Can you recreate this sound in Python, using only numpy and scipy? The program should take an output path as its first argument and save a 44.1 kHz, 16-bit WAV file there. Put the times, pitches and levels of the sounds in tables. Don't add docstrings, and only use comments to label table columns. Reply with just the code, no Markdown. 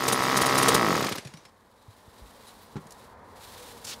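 import sys
import numpy as np
from scipy import signal
from scipy.fft import rfft, irfft
from scipy.io import wavfile

SR = 44100
rng = np.random.default_rng(int(sys.argv[2]) if len(sys.argv) > 2 else 0)


def dump_mix(stems):
    frames = np.atleast_2d(stems).T
    limited = np.clip(frames, -1, 1)
    pcm = np.round(limited * 32767).astype(np.int16)
    wavfile.write(sys.argv[1], SR, pcm)


N = 176400
T = np.arange(N) / SR
LN_1000 = np.log(1000)
CONTACT_GRAIN = .22


def amp(db):
    return 10 ** (np.asarray(db) / 20)


def curve(rows, column=1):
    rows = np.array(rows)
    return np.interp(T, rows[:, 0], rows[:, column])


def unit_rms(x):
    return x / np.std(x)


def convolve(x, response):
    return signal.fftconvolve(x, response)[:N]


def excite(x, response):
    return convolve(x, response / np.linalg.norm(response))


def butter(x, order, hz, kind="low"):
    return signal.sosfilt(signal.butter(order, hz, kind, fs=SR, output="sos"), x)


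def small_part(x):
    return butter(x, 4, hz=95, kind="high")


def body(spectrum, size=4096):
    hz, db = np.array(spectrum).T
    bins_hz = np.fft.rfftfreq(size, 1 / SR) + 1
    log_gain = np.interp(np.log(bins_hz), np.log(hz), np.log(amp(db)))
    cepstrum = irfft(log_gain)
    cepstrum[1:size // 2] *= 2
    cepstrum[size // 2 + 1:] = 0
    return irfft(np.exp(rfft(cepstrum)))


def colour(x, spectrum):
    return excite(x, body(spectrum))


def modes(rows, size=16384):
    t = T[:size]
    return sum(amp(db) * np.sin(2 * np.pi * hz * t) * np.exp(-LN_1000 * t / t60) for hz, db, t60 in rows)


def ring(x, rows, ring_db):
    return x + amp(ring_db) * excite(x, modes(rows))


def grit(grain, size=12):
    strength = np.repeat(rng.standard_normal(N // size + 1), size)[:N]
    return unit_rms(rng.standard_normal(N) * np.exp(grain * strength))


def wander(hz):
    return unit_rms(butter(rng.standard_normal(N), 2, hz))


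def burst(start_s, attack_s, hold_s, decay_s):
    age = T - start_s
    return np.clip(age / attack_s, 0, 1) * np.exp(-np.clip((age - hold_s) / decay_s, 0, 20))


def strokes(turns, at_turn, scatter_db):
    hits = np.diff(np.floor(turns - at_turn), prepend=np.floor(turns[0] - at_turn))
    return hits * amp(scatter_db * rng.standard_normal(N))


def duct(x, hz, stages=1):
    pole = np.exp(-2 * np.pi * hz / SR)
    for _ in range(stages):
        x = signal.lfilter([-pole, 1], [1, -pole], x)
    return x


BACKGROUND_LEVEL = [(1.5, -60), (1.9, -59.5), (2.2, -54.5), (2.7, -54), (3.1, -51.5), (4, -50.5)]
AIR_SPECTRUM = [(25, 9), (55, 5.5), (100, 7.5), (160, -2), (210, 6.5), (330, -1.5), (480, 5), (680, 1),
                (1000, 5.5), (1400, -5), (1900, -7), (2800, -22.5), (6000, -28), (15000, -47)]
FAR_WHINE = [(3.0, 550, -90), (3.45, 511, -58), (3.6, 495, -52.5), (3.85, 461, -61.5)]  # t/s, f/Hz, level/dB
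def background():
    phase = 2 * np.pi * np.cumsum(curve(FAR_WHINE)) / SR
    fade_in = np.clip((T - FAR_WHINE[0][0]) * 10, 0, 1)
    whine = wander(hz=7.8) * np.sin(phase) * amp(curve(FAR_WHINE, 2)) * fade_in
    wash = colour(rng.standard_normal(N), AIR_SPECTRUM) * amp(curve(BACKGROUND_LEVEL) + 1.5)
    return wash + whine


RUSTLE_LEVEL = [(1.5, -68), (2.1, -58), (2.35, -54), (2.65, -56), (2.82, -59), (3.05, -54), (3.17, -70),
                (3.27, -66), (3.42, -48), (3.66, -46), (3.8, -50.5), (4, -52)]
CLOTH_SPECTRUM = [(500, -23.5), (1500, 1), (2700, -1), (3900, 4), (6000, -3.5), (9500, -2.5), (13000, -6.5),
                  (16000, -11)]
def jacket():
    rustle = grit(grain=.15) * amp(curve(RUSTLE_LEVEL) - 3.5 + 1.6 * wander(hz=27))
    return colour(rustle, CLOTH_SPECTRUM)


SWISHES_AND_SCRAPES = [(1.76, 0.17, -73, 3900, .08, .1), (2.463, 0.026, -56.5, 10170, 0.023, .1),
                       (2.464, .03, -53.5, 3960, 0.054, .5), (2.606, 0.038, -64, 14000, .25, .1),
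                       (3.841, .012, -37, 6330, .5, 0.74), (3.862, 0.051, -38, 5130, 0.6, 1),
                       (3.909, 0.031, -39, 3906, 0.43, .88)]
def swishes_and_scrapes():
    out = np.zeros(N)
    bins_hz = np.fft.rfftfreq(N, 1 / SR) + 1
    hiss = bins_hz / (bins_hz + 300) * np.exp(-bins_hz / 9000)
    for t, hold_s, db, hz, octaves, share in SWISHES_AND_SCRAPES:
        band = np.exp(-.5 * (np.log2(bins_hz / hz) / octaves) ** 2)
        rub = irfft(rfft(grit(grain=.15)) * (band + share * hiss), N)
        out += amp(db) * burst(t, .01, hold_s, .0069) * unit_rms(rub)
    return out


HOUSING_KNOCKS = [(1.256, -35.5, 135, 0.11), (1.342, -40.5, 157, 0.11), (1.881, -40.5, 104, 0.097),
                  (2.078, -43, 90, 0.039), (2.217, -37.5, 55.5, 0.13), (2.857, -44, 167, 0.026)]
FASTENER_TICKS = [(2.869, -52), (2.907, -44), (2.921, -44)]  # t/s, level/dB
TICK_SPECTRUM = [(500, -22), (3500, -3.5), (6000, 2.5), (10500, -0.5), (15000, -15)]  # f/Hz, level/dB
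def housing():
    knocks = sum(amp(db) * burst(t, .0015, .0056, t60 / LN_1000) * np.sin(2 * np.pi * hz * (T - t))
                 for t, db, hz, t60 in HOUSING_KNOCKS)
    ticks = sum(amp(db) * burst(t, .00066, .00066, .0051) for t, db in FASTENER_TICKS)
    return knocks + colour(ticks * grit(CONTACT_GRAIN), TICK_SPECTRUM)


LANDING_BLOWS = [(2.757, -25.5), (2.7654, -22), (2.78, -38)]  # t/s, level/dB
LOG_MODES = [(155.6, -16.5, 0.27), (194, -5.5, 0.089), (288, -8.5, 0.086), (384, -17, 0.14),
             (844, -16.5, 0.034), (1369, -21, 0.098)]
CRACK_SPECTRUM = [(200, 1), (1500, -7), (2500, -12.5), (7000, -23), (15000, -44)]  # f/Hz, level/dB
def landing():
    blows = np.zeros(N)
    for t, db in LANDING_BLOWS:
        blows[int(t * SR)] += amp(db)
    contact = convolve(blows, burst(0, .00071, .002, .011)) * grit(CONTACT_GRAIN)
    return convolve(blows, modes(LOG_MODES)) + amp(-21) * colour(contact, CRACK_SPECTRUM)


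DRIVE_CLINKS = [(1.027, -34, 5250), (1.067, -26, 6800), (1.122, -27.5, 5650), (1.155, -36, 6000),
                (1.174, -39, 6140), (1.181, -33, 6070), (1.249, -42.5, 5750), (1.271, -43, 6920),
                (1.337, -43.5, 5430), (1.371, -48.5, 5870), (1.451, -45.5, 5300)]
CLINK_SPECTRUM = [(300, 11.5), (1300, 2), (2200, 6.5), (3000, 1.5), (4200, 3), (7000, -4), (9500, -4),
                  (13000, -15), (16000, -30)]
def clinks():
    force, rings = np.zeros(N), np.zeros(N)
    for t, db, hz in DRIVE_CLINKS:
        tail = amp(-19.5) * burst(t, .004, 0, .053)
        force += amp(db) * (burst(t, .0011, .0022, .0051) + tail)
        rings += burst(t, .002, 0, .13 / LN_1000) * np.sin(2 * np.pi * hz * (T - t))
    return small_part(colour(force * grit(CONTACT_GRAIN), CLINK_SPECTRUM)) + amp(-53) * rings


BLADE_MODES = [(3330, -3.5, 0.15), (3930, 5, 0.033), (4860, -12.5, 0.047), (6770, 11, 0.042),
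               (8200, -11, 0.045), (8910, 1.5, 0.18), (9960, 8, 0.088)]
BLADE_CLASHES = [(0.031, -33), (0.077, -21), (0.121, -21.5), (0.228, -33), (0.366, -21.5), (0.411, -23),
                 (0.456, -24), (0.547, -30), (0.576, -21.5), (0.622, -22), (0.68, -16.5), (0.741, -18)]
CLASH_SPECTRUM = [(300, 1.5), (450, 6.5), (700, -2), (2000, -10), (3500, -6), (7000, -7), (10000, -5),
                  (11500, -14.5), (14000, -11), (16000, -30)]
def blades(detune=.006):
    contact = grit(CONTACT_GRAIN)
    out = np.zeros(N)
    for t, db in BLADE_CLASHES:
        steel = [(hz * (1 + detune * rng.standard_normal()), mode_db, t60)
                 for hz, mode_db, t60 in BLADE_MODES]
        clash = amp(db) * burst(t, .0052, .011, .0054) * contact
        out += ring(clash, steel, ring_db=-12.5)
    return small_part(colour(out, CLASH_SPECTRUM))


SQUEAK_MODES = [(12050, 3, 0.008), (14250, -2, 0.007)]  # f/Hz, level/dB, t60/s
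def squeak(turns, speed_hz, at_turn=.12, focus=4.4, stall_hz=10):
    rub = np.exp(focus * (np.cos(2 * np.pi * (turns - at_turn)) - 1)) * (speed_hz > stall_hz)
    return amp(-39.5) * excite(rub * rng.standard_normal(N), modes(SQUEAK_MODES))


SHIELD_MODES = [(4965, -43, .11)]  # f/Hz, level/dB, t60/s
def shield(turns):
    return convolve(strokes(turns, at_turn=0, scatter_db=2.2), modes(SHIELD_MODES))


CLATTER_SPECTRUM = [(200, 3), (400, 5), (800, 1), (1200, 1), (2000, -3), (2800, -6), (5000, -4.5),
                    (7500, -12), (9500, -15), (11000, -18), (15500, -25.5)]
def clatter(turns, gain, bed=.48):
    slaps = .96 * strokes(turns, at_turn=.077, scatter_db=2.2)
    slaps += 1.18 * strokes(turns, at_turn=.56, scatter_db=2.2)
    force = (bed + convolve(slaps, burst(0, .00094, .00068, .0045))) * gain
    rattle = colour(force * grit(grain=.1), CLATTER_SPECTRUM)
    return small_part(ring(rattle, BLADE_MODES, ring_db=-14.5))


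INTAKE_SPECTRUM = [(90, -4.5), (135, -3), (200, 2), (460, 1.5), (620, -4), (1000, -18), (3000, -61)]  # f/Hz, level/dB
AIRBOX_MODES = [(228, -2.2, .06), (265, 0, 0.046), (439, 2.1, 0.072)]  # f/Hz, level/dB, t60/s
def intake(turns, gain):
    gulps = convolve(strokes(turns, at_turn=.46, scatter_db=1) * gain, body(INTAKE_SPECTRUM))
    hollow = ring(gulps, AIRBOX_MODES, ring_db=-28)
    return small_part(duct(hollow, hz=330, stages=2))


MUFFLER_SPECTRUM = [(50, -20.5), (120, -13.5), (270, 0.5), (420, -18), (650, -4.5), (790, -1.5), (860, -7),
                    (1000, 2.5), (1300, 2), (1480, -12.5), (1900, -2), (2500, -15.5), (4000, -26.5),
                    (12000, -61.5)]
def exhaust(turns, gain):
    pulses = strokes(turns, at_turn=0, scatter_db=.7) * gain
    return duct(convolve(pulses, body(MUFFLER_SPECTRUM)), hz=600)


def echoes(x, wall_delay_s=.00591, yard_t60_s=.1):
    wall = butter(np.interp(T - wall_delay_s, T, x, left=0), 2, hz=836)
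    tail = rng.standard_normal(N) * burst(.00084, .0043, 0, yard_t60_s / LN_1000)
    return amp(-7) * wall + amp(-12.5) * excite(x, tail)


CRANK_SPEED = [(0, 65.17), (.25, 65.03), (.33, 66.43), (.44, 65.92), (.57, 66.82), (.66, 66.64),
               (.76, 67.39), (.88, 50.33), (1, 33.23), (1.09, 18.24), (1.17, 9), (1.21, 0)]
ENGINE_LEVELS = [(0, -7.5, -10, -33.5), (.2, -3, -5, -31.5), (.45, -1.5, -4.5, -29.5),
                 (.7, -0.5, -3, -27.5), (.82, -1, 2.5, -31.5), (.95, -3, 1, -29), (1.05, -7, 0.5, -29),
                 (1.12, -10, -5.5, -31), (1.185, -24, -12, -43.5), (1.21, -30, -19, -48.5),
                 (1.5, -40.5, -27, -55.5)]
def engine(first_pop_turns=.455, wobble_turns=.005):
    speed_hz = curve(CRANK_SPEED)
    wobble = wobble_turns * wander(hz=30) * np.clip(speed_hz / speed_hz[0], 0, 1)
    turns = np.cumsum(speed_hz) / SR - first_pop_turns + wobble
    pops = exhaust(turns, gain=amp(17 + curve(ENGINE_LEVELS, 1)))
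    gulps = intake(turns, gain=amp(14.5 + curve(ENGINE_LEVELS, 2)))
    reflected = echoes(pops + gulps)
    works = clatter(turns, gain=amp(curve(ENGINE_LEVELS, 3)) * (T < ENGINE_LEVELS[-1][0]))
    return pops + gulps + reflected + works + squeak(turns, speed_hz) + shield(turns)


def scene():
    trimmer = engine() + blades() + clinks() + landing() + housing()
    return (trimmer + jacket() + swishes_and_scrapes() + background())[None]


def record(dry, top_hz=15650):
    thin = butter(dry, 3, hz=45, kind="high")
    return signal.sosfilt(signal.ellip(10, .2, 80, top_hz, fs=SR, output="sos"), thin)


dry = scene()
out = record(dry)
dump_mix(out)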